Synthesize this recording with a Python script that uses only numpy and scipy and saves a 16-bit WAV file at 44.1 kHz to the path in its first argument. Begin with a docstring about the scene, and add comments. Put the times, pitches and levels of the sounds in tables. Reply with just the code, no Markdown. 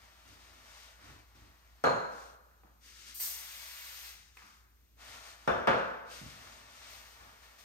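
"""A tiled, echoing bathroom. A cloth wipes the glass shower door, its fibres catching and slipping.
The wiping stops and something knocks on the vanity, ringing wood and metal. An aerosol can spits
propellant, then hisses foam onto the glass; two more knocks come as the can is put away, and the
wiping resumes. Soft thuds and finger taps fall in between, all over a low mains hum."""
import sys
import numpy as np
from scipy import signal
from scipy.fft import rfft, irfft, next_fast_len
from scipy.io import wavfile

SR = 44100
rng = np.random.default_rng(int(sys.argv[2]) if len(sys.argv) > 2 else 0)


def wav_record(signal):
    """Record a signal, one row per channel, as 16-bit PCM in the file named by sys.argv[1]."""
    frames = np.transpose(np.atleast_2d(signal))
    bounded = np.clip(frames, -1, 1)
    # unit amplitude maps onto the largest positive 16-bit level
    quanta = np.round(bounded * 32767).astype(np.int16)
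    wavfile.write(sys.argv[1], SR, quanta)


N = 337219
TIME = np.arange(N) / SR

# Strokes of the cloth. Each row: start, speed-up and slow-down in seconds, then the relative levels
# of friction, fibre hiss and pane rumble in dB.
CLOTH_STROKES = [(-0.1, 0.076, 0.13, -65, -66, -72), (0.24, 0.066, 0.11, -71.5, -63.5, -67),
                 (0.38, 0.027, 0.56, -73, -66.5, -71), (0.6, 0.19, .2, -67, -60, -87),
                 (0.98, .1, 0.18, -62.5, -64, -64), (1.346, 0.013, .22, -70.5, -69, -67),
                 (4.962, 0.19, .1, -59.5, -55.5, -67), (5.19, 0.08, 0.11, -60.5, -56, -81),
                 (6.075, 0.074, 0.11, -67, -52.5, -67), (6.17, .11, 0.15, -64.5, -56, -70),
                 (6.34, 0.087, 0.33, -61.5, -58.5, -66), (6.62, 0.32, 0.17, -63, -56, -70.5),
                 (7.04, 0.037, 0.18, -66.5, -62.5, -90), (7.19, 0.022, 0.19, -62.5, -67, -67),
                 (7.41, 0.026, 0.11, -68, -66, -85), (7.575, 0.018, 0.087, -98, -61, -78)]
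# Light contact between strokes. Each row: start and end in seconds, friction and hiss in relative dB.
LIGHT_CONTACTS = [(0, 1.123, -68, -68), (1.165, 1.844, -73, -75), (4.98, 5.48, -65.5, -63.5),
                  (6.045, 7.657, -66.5, -67)]


def wiping(speed_powers=(0.75, 1.1, 0.68)):
    """Gains of friction, fibre hiss and pane rumble: each grows as a power of the hand's speed."""
    power = np.zeros((3, N))
    for start, rise_s, fall_s, *levels_db in CLOTH_STROKES:
        speed = swing(start, rise_s, fall_s)
        for layer, db, exponent in zip(power, levels_db, speed_powers):
            layer += (from_db(db) * speed ** exponent) ** 2
    for start, end, *levels_db in LIGHT_CONTACTS:
        touch = held(start, end, rise_s=0.033, fall_db_per_s=500)
        power[:2] += np.outer(from_db(levels_db), touch) ** 2
    return np.sqrt(power)


def rubbing(per_s, spread_db, hiss):
    """Countless fibres catch and slip: the larger ticks stand out of a smooth, diffuse hiss."""
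    ticks = in_room(grains(per_s, spread_db), bathroom(direct=0.35))
    return ticks + hiss * rng.standard_normal((2, N))


# Rustles as the can is handled. Each row: start, speed-up and slow-down in seconds, relative dB.
SLEEVE_RUSTLES = [(2.08, 0.11, 0.2, -64), (2.8, 0.098, 0.11, -61.5), (2.92, 0.097, 0.28, -59),
                  (3.056, 0.027, 0.079, -56.5), (4.33, 0.071, 0.27, -67)]
# Midrange rub, airy fibres, low pane rumble, crisp sleeve. Each row: frequency in Hz, gain in dB.
FRICTION_EQ = [(100, -15.5), (250, -9.5), (420, -9), (620, -3), (1100, 1), (1800, 1), (3000, -5.5),
               (5000, -11), (12000, -26)]
FIBRE_EQ = [(800, -26), (2000, -2.5), (3500, -1), (5800, -4), (9000, -6.5), (12500, -11.5), (16000, -20.5)]
PANE_EQ = [(40, -10), (100, 10.5), (170, -7), (280, -0.5), (420, -8), (800, -37), (3000, -63)]
SLEEVE_EQ = [(200, -5), (800, -10.5), (1400, 2), (3000, 6), (5500, 6), (9000, 2), (12500, -3.5),
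             (16000, -10)]


def cloth(damp_from_s=6.9):
    """Strokes over glass and counter, fizzing like the spray on damp glass; light rustles between."""
    friction, fibres, rumble = wiping()
    rustles = [from_db(db) * swing(*timing) for *timing, db in SLEEVE_RUSTLES]
    rustle = np.linalg.norm(rustles, axis=0)
    coarse = rubbing(per_s=1500, spread_db=3.0, hiss=0.72)
    fine = rubbing(per_s=2500, spread_db=4.0, hiss=0.91)
    fizz = rng.standard_normal((2, N))
    layers = [(1.0, friction, coarse, FRICTION_EQ),
              (1.0, rumble, coarse, PANE_EQ),
              (1.5, fibres, fine, FIBRE_EQ),
              (4.0, rustle, fine, SLEEVE_EQ),
              (-5.0, fibres * (TIME > damp_from_s), fizz, JET_EQ)]
    return sum(from_db(trim_db) * envelope * rms_one(colour(texture, eq))
               for trim_db, envelope, texture, eq in layers)


# Spits as the valve is pressed. 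Each row: start in seconds, level in dB.
GAS_SPURTS = [(3.141, -37.5), (3.193, -28)]
# Bright gas jet and fuller foam. Each row: frequency in Hz, gain in dB.
JET_EQ = [(200, -31.5), (1500, -26), (3000, -16.5), (4500, -10.5), (5900, -7.5), (7000, -8), (8400, -3),
          (9800, -3.5), (12500, -1), (16000, -2)]
FOAM_EQ = [(150, -22), (350, -22), (600, -10), (1000, -5), (2200, 4.5), (4000, 3.5), (6500, 1.5), (9500, 1),
           (12500, 2.5), (16000, -1.5)]


def spray(open_s=3.197, shut_s=4.082, foam_db=-48.5, gas_db=-58):
    """Bare propellant spurts first; then foam and a little gas flow evenly until the valve shuts."""
    flow = held(open_s, shut_s, rise_s=0.0065, fall_db_per_s=248)
    spurts = [from_db(db) * held(s, s, rise_s=0.0076, fall_db_per_s=106) for s, db in GAS_SPURTS]
    gas = np.max([*spurts, from_db(gas_db) * flow], axis=0)
    jet = gas * rms_one(colour(rng.standard_normal(N), JET_EQ))
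    foam = rms_one(colour(grains(per_s=12000, spread_db=1.0), FOAM_EQ))
    return flutter(jet + from_db(foam_db) * flow * foam, direct=0.26)


def flutter(x, direct, sweeps_per_s=8.7, spots=3):
    """A fluttering jet sounds from several spots, each with echoes of its own."""
    nearness = np.cos(np.pi * (sweeps_per_s * TIME + np.arange(spots)[:, None] / spots)) ** 2
    nearness /= np.linalg.norm(nearness, axis=0)
    return sum(in_room(x * share, bathroom(direct)) for share in nearness)


# Knocks on the vanity. Each row: start in seconds, part struck, blow in relative dB, contact cut-off
# in Hz, can pitch in Hz, can ring and crack in relative dB, gain of the direct sound.
VANITY_KNOCKS = [(1.839, "door", -9, 1584, 4245, -2.5, -13.5, 0.1),
                 (1.843, "door", -5.5, 1560, 4250, -16, -20.5, 0.22),
                 (1.854, "door", -14, 1300, 4160, 0.5, -27.5, 0.33),
                 (1.874, "door", -10.5, 1350, 4270, -18, -38.5, 0.85),
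                 (5.476, "top", -5, 1900, 3557, -2, -16, 0.057),
                 (5.6723, "top", -1, 2330, 3750, -7, -13.5, 0.087)]
# The cabinet's hollow body. Each row: frequency in Hz, gain in dB.
CABINET_EQ = [(40, -62), (80, -11.5), (130, -4.5), (220, -8), (350, -11), (500, -1), (750, -7),
              (1100, -4.5), (1500, -2), (1950, -10.5), (3000, -10), (5000, -15.5), (10000, -31),
              (16000, -30)]
# The can's ring. Each row: multiple of its pitch, bandwidth in Hz, relative level in dB.
CAN_MODES = [(1, 35, 1.5), (1.018, 50, -5), (1.565, 88.3, -13.5), (1.635, 110, -16)]
# Cabinet door and counter top. Each row: pitch in Hz, relative level in dB, seconds to fall 60 dB.
DOOR_MODES = [(155.8, -6.5, 0.54), (267, -12, 0.55), (355, -29, 1.1), (462, -7, 0.62), (551, 1, 0.56),
              (692, 1.5, 0.77), (718, -10, 0.22), (816, -7.5, 0.88), (969, -1.5, 0.83), (1209, -18, 1.6),
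              (1213, 1, 0.58), (1336, 4, 0.88), (1624, -1.5, 0.72)]
COUNTER_MODES = [(234.2, -9, 0.85), (361, -6, 0.61), (394, -7.5, 0.6), (551, 0, 0.66), (692, -1, 0.91),
                 (885, -3, 0.81), (1100, -32, 0.91), (1020, -32, 1.7), (1177, 3, 0.39), (1390, -20, 0.87),
                 (1520, -25, 0.4), (1670, -13, 0.43)]


def knocks(blow_trim_db=23.0, can_trim_db=9.0, wood_trim_db=-24.0, crack_hz=9000):
    """A blow shakes the cabinet and rings the can; the harder the crack, the more the wood rings."""
    out, click = np.zeros((2, N)), signal.unit_impulse(SR)
    short_paths = bathroom(direct=0.18, early=2.5, early_s=0.0016)
    for s, part, db, contact_hz, can_hz, can_db, crack_db, direct in VANITY_KNOCKS:
        blow = from_db(db + blow_trim_db) * colour(low_pass(click, contact_hz), CABINET_EQ)
        can = sum(from_db(can_db + mode_db + can_trim_db) * resonate(click, can_hz * ratio, width)
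                  for ratio, width, mode_db in CAN_MODES)
        add(out, s, in_room(blow + can, bathroom(direct, early=0.39, early_s=0.017)))
        add(out, s, from_db(crack_db) * in_room(low_pass(click, crack_hz), short_paths))
        wood = ring(DOOR_MODES if part == "door" else COUNTER_MODES)
        add(out, s, from_db(crack_db + wood_trim_db) * wood)
    return out


def ring(modes, attack_s=0.0013):
    """One second of decaying wood tones, each a quarter cycle apart left and right, for a wide ring."""
    t, out = TIME[:SR], 0
    for hz, db, t60 in modes:
        turns = rng.random() + rng.choice([-1, 1]) * np.array([[0], [.25]])
        out = out + from_db(db - 60 * t / t60) * np.sin(2 * np.pi * (hz * t + turns))
    return out * (1 - np.exp(-t / attack_s))


# Footfalls and soft pushes on door and cabinet. Each row: start in seconds, relative dB, boom in Hz.
SOFT_THUDS = [(0.283, -22, 109), (1.085, -0.5, 79), (1.412, -9, 70.5), (2.646, -22, 201),
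              (4.44, -24.5, 198), (5.491, 11.5, 75), (5.679, 4, 60), (6.214, -6, 176), (6.225, -3, 113),
              (6.26, -7.5, 150), (7.22, -24, 117)]
# Fingers on can and handle. Each row: start in seconds, relative dB, pitch in Hz, share of bright snap.
FINGER_TAPS = [(2.512, -31.5, 1500, 0.034), (2.635, -22, 872, .015), (2.669, -30, 1500, 0.045),
               (2.862, -24, 5000, 0.3), (3.2, -15, 1654, .06), (4.37, -17, 1300, 0.12),
               (4.372, -13.5, 2170, .096), (4.421, -18, 1220, .04), (4.454, -19.5, 1410, .03),
               (4.511, -26, 1300, 0.028), (7.591, -27, 5000, 0.22)]


def thuds_and_taps(tap_width_hz=800):
    """Heavily damped contacts: feet and door give a dull boom, fingers a short pitched tick."""
    out, click = np.zeros((2, N)), signal.unit_impulse(SR)
    near = bathroom(direct=0.32, early=1.7, early_s=0.0023)
    for s, db, hz in SOFT_THUDS:
        cutoff_hz = 1.57 * hz
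        boom = 2 * low_pass(low_pass(resonate(click, hz, width_hz=hz), cutoff_hz), cutoff_hz)
        add(out, s, from_db(db) * in_room(boom, bathroom(direct=0.57, early=1.1)))
    for s, db, hz, snap in FINGER_TAPS:
        tick = resonate(resonate(click, hz, tap_width_hz), hz, 2 * tap_width_hz)
        add(out, s, from_db(db) * in_room(0.95 * tick + snap * click, near))
    return out


# The bass-heavy bed of room air. Each row: frequency in Hz, gain in dB.
AIR_EQ = [(20, -28), (33, -14.5), (45, -8), (62, 2), (85, -6.5), (130, -14.5), (250, -23), (600, -32),
          (1500, -31.5), (2600, -29), (9000, -31), (12500, -27.5), (16000, -28.5)]


def room_tone(air_db=-68, hum_hz=57.6, hum_db=-65):
    """Still air and a wavering mains hum."""
    waver = 1 + 0.1 * rms_one(low_pass(rng.standard_normal(N), hz=5.9))
    hum = rms_one(waver * np.sin(2 * np.pi * hum_hz * TIME))
    air = rms_one(colour(rng.standard_normal((2, N)), AIR_EQ))
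    return from_db(air_db) * air + from_db(hum_db) * hum


# Reverb of the tiles. Each row: band centre in Hz, seconds for the main tail to fall 60 dB.
TILE_DECAY = [(60, 0.53), (160, 0.62), (500, 0.78), (1400, 0.9), (3000, 0.68), (6000, 0.8), (12000, 0.39)]


def bathroom(direct, early=0.97, early_s=0.011, late_db=-30, late_stretch=2.6):
    """Echo pattern of one spot: the direct sound, strong first reflections, a tail that dies by band."""
    t, hz = TIME[:SR], np.fft.rfftfreq(SR, 1 / SR)
    white, tail = np.exp(2j * np.pi * rng.random((2, len(hz)))), 0
    centres, t60s = np.transpose(TILE_DECAY)
    for band, t60 in zip(np.eye(len(centres)), t60s):
        fall = np.log(1000) * t / t60
        # sound from an adjoining room lingers in a faint, slower second tail
        decay = np.exp(-fall) + from_db(late_db) * np.exp(-fall / late_stretch)
        tail = tail + irfft(white * np.interp(hz, centres, band), SR) * decay
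    echoes = rms_one(tail * (1 + early * np.exp(-t / early_s))) / np.sqrt(SR)
    echoes[:, 0] += direct
    return echoes


def in_room(x, echoes):
    return signal.fftconvolve(np.atleast_2d(x), echoes, axes=1)[:, :x.shape[-1]]


def swing(start, rise_s, fall_s):
    """Speed of the hand in one movement, 0 to 1: it speeds up, then slows to rest."""
    ramp = np.minimum((TIME - start) / rise_s, 1 - (TIME - start - rise_s) / fall_s)
    return np.sin(np.pi / 2 * np.clip(ramp, 0, 1))


def held(start, end, rise_s, fall_db_per_s):
    """Gain that rises at the start, holds until the end, then dies away."""
    return np.clip((TIME - start) / rise_s, 0, 1) * from_db(-fall_db_per_s * np.clip(TIME - end, 0, 2))


def grains(per_s, spread_db):
    """Random clicks of uneven size and sign; rms 1."""
    sizes = from_db(spread_db * np.minimum(rng.exponential(1, N), 4))
    return rms_one((rng.random(N) < per_s / SR) * sizes * rng.choice([-1, 1], N))


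def colour(x, eq, size=8192):
    """Causal (minimum-phase) filter with the given EQ curve."""
    gain = from_db(at_hz(eq, np.fft.rfftfreq(size, 1 / SR)))
    cepstrum = irfft(np.log(gain))
    cepstrum[1:size // 2] *= 2
    cepstrum[size // 2 + 1:] = 0
    impulse = irfft(np.exp(rfft(cepstrum)))
    return signal.oaconvolve(np.atleast_2d(x), impulse[None], axes=1)[:, :x.shape[-1]]


def resonate(x, hz, width_hz):
    return signal.lfilter(*signal.iirpeak(hz, hz / width_hz, fs=SR), x + 1e-18)


def low_pass(x, hz):
    return signal.sosfilt(signal.butter(2, hz, fs=SR, output="sos"), x + 1e-18)


def at_hz(points, hz, column=1):
    points = np.array(points)
    return np.interp(np.log(hz + 1), np.log(points[:, 0]), points[:, column])


def from_db(db):
    return 10 ** (np.asarray(db) / 20)


def rms_one(x):
    return x / np.sqrt(np.mean(x ** 2) + 1e-20)


def add(out, s, sound):
    start = round(s * SR)
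    out[:, start:start + sound.shape[-1]] += sound[..., :N - start]


def scene():
    return cloth() + spray() + knocks() + thuds_and_taps() + room_tone()


# Tone and stereo image of the microphones. Each row: frequency in Hz, gain in dB, left over right
# in dB, likeness of the channels from 0 to 1, phase between them in half turns.
MIC_PAIR = [(94, -1.5, 1, 0.99, 0.17), (230, 4, -1.5, 0.44, 0), (437, 6.5, 0.3, 0.3, 0.51),
            (1300, 4.5, 1.5, 0.32, 0.7), (2740, 1, 1, 0.8, 0.4), (4000, 0.5, 6, 0, 1),
            (6800, 0, 9, 0.4, 0.4), (7940, -4.5, -3.5, 0.13, 0.9), (8040, 0, 10.5, .1, 0.58),
            (9430, -2, -1.5, 0.1, 0.5)]
# In the top octave the two channels are mostly alike.
MIC_PAIR += [(10400, -4, 0, .99, 1), (11150, -3, 0, .98, 1), (11800, -1, 0, .55, .5),
             (12400, 1, 0, .7, .1), (12900, 0, 0, .99, 0), (14400, -2, 0, .99, 0),
             (15500, -2, 0, .5, .8)]


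def record(dry):
    """The microphone pair colours and blends the channels by frequency; deep bass and top are cut."""
    low_cut_hz, high_cut_hz = 38, 15750
    size = 2 * next_fast_len(N // 2 + SR // 4, True)
    hz = np.fft.rfftfreq(size, 1 / SR)
    low_cut = signal.butter(4, low_cut_hz, "high", fs=SR, output="sos")
    left, right = rfft(signal.sosfilt(low_cut, dry), size)
    tone_db, balance_db, alike, half_turns = [at_hz(MIC_PAIR, hz, column) for column in (1, 2, 3, 4)]
    right = alike * left * np.exp(-1j * np.pi * half_turns) + np.sqrt(1 - alike ** 2) * right
    pair = np.array([left, right]) * from_db([tone_db + balance_db / 2, tone_db - balance_db / 2])
    high_cut = 1 / np.sqrt(1 + (hz / high_cut_hz) ** 400)
    return irfft(pair * high_cut)[:, :N]


dry = scene()
out = record(dry)
wav_record(out)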